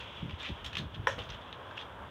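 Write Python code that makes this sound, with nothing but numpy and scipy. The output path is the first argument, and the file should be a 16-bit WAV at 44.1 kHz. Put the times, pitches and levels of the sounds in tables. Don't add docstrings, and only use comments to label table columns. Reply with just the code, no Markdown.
import sys
import numpy as np
from scipy import signal
from scipy.fft import rfft, irfft, next_fast_len
from scipy.io import wavfile
from scipy.ndimage import map_coordinates

SR = 44100
rng = np.random.default_rng(int(sys.argv[2]) if len(sys.argv) > 2 else 0)


def bounce(signal):
    frames = np.transpose(np.atleast_2d(signal))
    limited = np.clip(frames, -1, 1)
    pcm = np.round(limited * 32767).astype(np.int16)
    wavfile.write(sys.argv[1], SR, pcm)


N = 92610
T = np.arange(N) / SR


def amp(db):
    return 10 ** (np.asarray(db) / 20)


def unit(x):
    return x / np.sqrt(np.mean(x ** 2) + 1e-20)


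def along(points, hz):
    freqs, values = np.transpose(points)
    return np.interp(np.log(hz + 1e-9), np.log(freqs), values)


def hump(hz, centre, octaves):
    return np.exp(-.5 * (np.log2((hz + 1) / centre) / octaves) ** 2)


def tint(x, gain_db):
    return unit(irfft(rfft(x) * amp(gain_db(np.fft.rfftfreq(N, 1 / SR))), N))


def noise(points):
    return tint(rng.standard_normal(N), lambda hz: along(points, hz))


def envelope(start, rise, hold, t60):
    t = T - start
    return np.clip(t / rise, 0, 1) * np.exp(-np.log(1000) * np.maximum(t - hold, 0) / t60)


def burst(x, shape):
    return unit(x * shape) * np.sqrt(np.mean(shape ** 2))


def drifting_noise(colour, levels, waver_db, wavers_per_s):
    waver = map_coordinates(rng.standard_normal(200), [T * wavers_per_s], mode="wrap")
    return noise(colour) * amp(np.interp(T, *np.transpose(levels)) + waver_db * waver)


# (frequency [Hz], relative level [dB])
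WASH_COLOUR = [(60, -25), (200, -7), (330, -8.5), (550, -3.5), (750, -6.5), (1020, -2.5), (1250, -6.5),
               (1550, -8), (2100, -19), (3400, -27), (4400, -39.5), (8000, -43.5), (15500, -50)]
# (time [s], level [dB])
WASH_LEVELS = [(0, -51.5), (.6, -51), (.9, -51.5), (1.4, -49), (1.55, -50), (1.67, -47.5), (1.85, -48.5),
               (1.97, -48), (2.1, -50)]
# (frequency [Hz], relative level [dB])
RUMBLE_COLOUR = [(20, -28), (40, -13), (70, 3), (115, -0.5), (180, -9.5), (400, -18), (2000, -52)]
# (time [s], level [dB])
RUMBLE_LEVELS = [(0, -53.5), (1.4, -50), (1.65, -57), (2.1, -53.5)]
def outdoors():
    wash = drifting_noise(WASH_COLOUR, WASH_LEVELS, waver_db=0.75, wavers_per_s=20)
    rumble = drifting_noise(RUMBLE_COLOUR, RUMBLE_LEVELS, waver_db=1.1, wavers_per_s=10.12)
    return wash + rumble


# (frequency [Hz], relative level [dB])
FOLIAGE_COLOUR = [(500, -40), (1800, -7), (2700, 0), (3400, 5), (4300, -21.5), (6000, -23.5), (9000, -39),
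                  (15000, -44)]
# (time [s], level [dB])
FOLIAGE_LEVELS = [(0, -52.5), (.6, -52.5), (.9, -61), (1.25, -55.5), (1.6, -58), (2.1, -62)]
def foliage():
    return drifting_noise(FOLIAGE_COLOUR, FOLIAGE_LEVELS, waver_db=1.87, wavers_per_s=24)


# (frequency [Hz], relative level [dB])
LEAF_COLOUR = [(200, -38), (900, -7), (1800, 6), (2150, -0.5), (3400, 7), (4500, -9.5), (6200, -16),
               (8500, -30.5), (15000, -40)]
# (time [s], rise [s], length [s], level [dB], treble lift [dB], favoured pitch [Hz])
FOOT_SHUFFLES = [(0.0, 0.0021, 0.024, -46, 2, 2530), (0.375, 0.024, 0.12, -46, 3.5, 3350),
                 (0.422, 0.025, 0.042, -41.5, -5, 2400), (0.643, 0.0034, 0.022, -42, 13, 3220),
                 (0.728, 0.0021, .01, -47.5, 6, 2950), (0.766, 0.02, 0.018, -39.5, 9.5, 3930),
                 (0.936, 0.014, 0.011, -43.5, -2, 3080), (1.08, 0.01, 0.05, -48.5, 1, 6160),
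                 (1.184, 0.005, 0.022, -43.5, 0.5, 2980), (1.216, 0.0044, 0.04, -52.5, 7, 3400),
                 (1.281, 0.011, 0.065, -50, 2, 3130), (1.402, 0.01, 0.012, -54.5, 1, 3520),
                 (1.532, 0.0057, 0.0089, -55, -4, 3100), (1.752, 0.019, 0.064, -46, 1, 3260)]
def shuffles():
    crackles_per_s, spread_db, rub_db = 520, 2, -4.5
    focus_db = 7.5
    out = np.zeros(N)
    for start, rise, length, db, treble_db, pitch in FOOT_SHUFFLES:
        sizes = amp(spread_db * np.minimum(rng.exponential(size=N), 3))
        signs = rng.choice([-1, 1], N)
        crackles = unit(sizes * signs * (rng.random(N) < crackles_per_s / SR))
        rub = amp(rub_db) * rng.standard_normal(N)
        colour = lambda hz: (along(LEAF_COLOUR, hz)
                             + treble_db * along([(3600, 0), (6500, 0.99)], hz)
                             + focus_db * hump(hz, pitch, octaves=0.15))
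        leaves = tint(crackles + rub, colour)
        out += amp(db) * burst(leaves, envelope(start, rise, length, t60=0.12))
    return out


# (frequency [Hz], time to fade by 60 dB [s])
ECHO_FADES = [(200, 0.47), (1000, 0.17), (3300, 0.22), (10000, 0.15)]
def tree_echo(x):
    hz, t, spectrum = signal.stft(rng.standard_normal(SR // 2), SR, nperseg=256)
    fade = np.exp(-np.log(1000) * t / along(ECHO_FADES, hz)[:, None])
    tail = signal.istft(spectrum * fade, SR, nperseg=256)[1]
    return signal.fftconvolve(x, tail / np.linalg.norm(tail))[:N]


# (time [s], length [s], level [dB], pitch [Hz])
MIC_SCUFFS = [(0.222, 0.037, -37, 140), (0.255, 0.052, -45.5, 138), (0.327, 0.012, -46, 168),
              (0.489, 0.022, -39, 158), (0.614, 0.09, -48.5, 73), (0.77, 0.078, -41.5, 137),
              (0.856, 0.021, -41, 82), (0.961, 0.059, -42, 99), (1.037, 0.008, -42, 106),
              (1.106, 0.11, -47, 98), (1.311, 0.041, -47, 87)]
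# (frequency [multiple of its pitch], relative level [dB])
SCUFF_COLOUR = [(.2, -41), (.55, -2.5), (1, 3), (1.6, -7.5), (3, -17), (4.5, -29.5), (7, -49), (20, -65)]
# (time [s], level [dB], pitch [Hz])
MIC_JOLTS = [(0.228, -29, 84.6), (0.333, -28.5, 85.4), (0.517, -30, 72), (0.815, -43, 128),
             (0.867, -43, 80), (0.992, -35, 97.5), (1.174, -35.5, 94), (1.345, -37, 85.5)]
def microphone_bumps():
    out = np.zeros(N)
    for start, length, db, pitch in MIC_SCUFFS:
        scuff = tint(rng.standard_normal(N), lambda hz: along(SCUFF_COLOUR, hz / pitch))
        out += amp(db) * burst(scuff, envelope(start, rise=0.0039, hold=length, t60=0.07))
    for start, db, pitch in MIC_JOLTS:
        thump = np.sin(2 * np.pi * pitch * (T - start))
        out += amp(db) * thump * envelope(start, rise=0.006, hold=0.003, t60=0.079)
    return out


# (time [s], level [dB], pitch [Hz], boost at that pitch [dB])
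TWIG_SNAPS = [(0.2951, -39, 2480, 16), (0.3073, -38, 3170, 8), (0.4052, -35.5, 3470, 17),
              (0.4288, -40.5, 7360, 17.5), (0.457, -34.5, 2380, 11), (0.488, -33, 2930, 14),
              (0.6447, -35, 9000, 14), (0.7298, -35, 3020, 1), (0.7527, -26, 2770, 9),
              (0.769, -23, 3530, 3), (0.789, -30.5, 3940, 17), (0.946, -37, 3190, 19),
              (1.183, -37, 1510, 16), (1.189, -37.5, 3000, 7), (1.235, -46, 6400, 14),
              (1.2913, -40, 3300, 1), (1.3016, -36.5, 5700, 15.5), (1.527, -33.5, 3230, 12),
              (1.711, -36, 1530, 20.5), (1.7763, -30, 2680, 17), (1.812, -38, 3520, 2)]
def snaps():
    out = np.zeros(N)
    for start, db, pitch, focus_db in TWIG_SNAPS:
        colour = lambda hz: along(LEAF_COLOUR, hz) + focus_db * hump(hz, pitch, octaves=0.16)
        crack = tint(rng.standard_normal(N), colour)
        out += amp(db) * burst(crack, envelope(start, rise=0.0012, hold=0, t60=0.022))
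    return out


# (time [s], level [dB], dull above [Hz])
STICK_CONTACTS = [(1.07025, -19.4, 2300), (1.07098, -15.8, 6800), (1.07302, -19.2, 2300)]
# (pitch [Hz], relative level [dB], time to fade by 60 dB [s])
STICK_TONES = [(536.8, -9.5, 0.086), (853, 5, 0.018), (997, -12.3, 0.037), (1260, -4.5, 0.019),
               (1715, 2.5, 0.024), (1813, -15.5, 0.099), (2290, -14, 0.05), (3200, -12.3, 0.013),
               (3357, -8.5, 0.019), (5480, -15.5, 0.01)]
# (frequency [Hz], relative level [dB])
CRACK_COLOUR = [(500, -16), (7000, -1), (10000, -3), (15000, -15)]
# (frequency [Hz], relative level [dB])
SCATTER_COLOUR = [(150, -12), (330, -25), (470, -3.5), (600, 8), (720, -12), (970, 4), (1220, -10),
                  (1400, -2), (1850, 0), (2150, -10), (2750, -9), (3350, -4), (4500, -33), (5700, -13.5),
                  (7000, -24.5), (8500, -31.5), (15000, -47)]
# (delay [s], relative level [dB])
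TRUNK_ECHOES = [(0.0133, -25), (0.0185, -18), (0.0305, -24)]
def knock():
    rise_s, low_cut_hz = 0.00092, 517
    ringing = np.zeros(N)
    for start, contact_db, dull_hz in STICK_CONTACTS:
        for hz, tone_db, t60 in STICK_TONES:
            gain = amp(contact_db + tone_db) / np.hypot(1, (hz / dull_hz) ** 3)
            tone = np.sin(2 * np.pi * hz * (T - start))
            ringing += gain * tone * envelope(start, rise_s, hold=0, t60=t60)
    direct = signal.sosfilt(signal.butter(2, low_cut_hz, "highpass", fs=SR, output="sos"), ringing)
    hardest_s = STICK_CONTACTS[1][0]
    crack = burst(noise(CRACK_COLOUR), envelope(hardest_s, rise_s, hold=0, t60=0.016))
    scatter = burst(noise(SCATTER_COLOUR), envelope(hardest_s, rise=0.0099, hold=0, t60=0.26))
    echoes = sum(amp(db) * np.interp(T - delay, T, direct) for delay, db in TRUNK_ECHOES)
    return direct + amp(-46) * crack + echoes + amp(-31.5) * scatter


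# (time [s], level [dB])
STICK_LANDINGS = [(1.18, -38)]
# (frequency [Hz], relative level [dB])
THUD_COLOUR = [(100, -16), (300, -5.5), (500, -2), (750, -8.5), (1000, -6.5), (1700, -10.5), (2300, -17),
               (4500, -41), (15000, -48)]
def landing():
    return sum(amp(db) * burst(noise(THUD_COLOUR), envelope(start, rise=0.0013, hold=0, t60=0.17))
               for start, db in STICK_LANDINGS)


def scene():
    stick = knock() + landing()
    leaves = snaps() + shuffles()
    echo = tree_echo(amp(-11) * stick + amp(-8) * leaves)
    background = outdoors() + foliage()
    return (stick + leaves + echo + background + microphone_bumps())[None]


def record(dry):
    low_cut_hz, top_hz = 36, 15800
    size = next_fast_len(N + SR // 2)
    hz = np.fft.rfftfreq(size, 1 / SR)
    response = (hz < top_hz) / np.hypot(1, (low_cut_hz / (hz + 1)) ** 4)
    return irfft(rfft(dry, size) * response, size)[..., :N]


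dry = scene()
out = record(dry)
bounce(out)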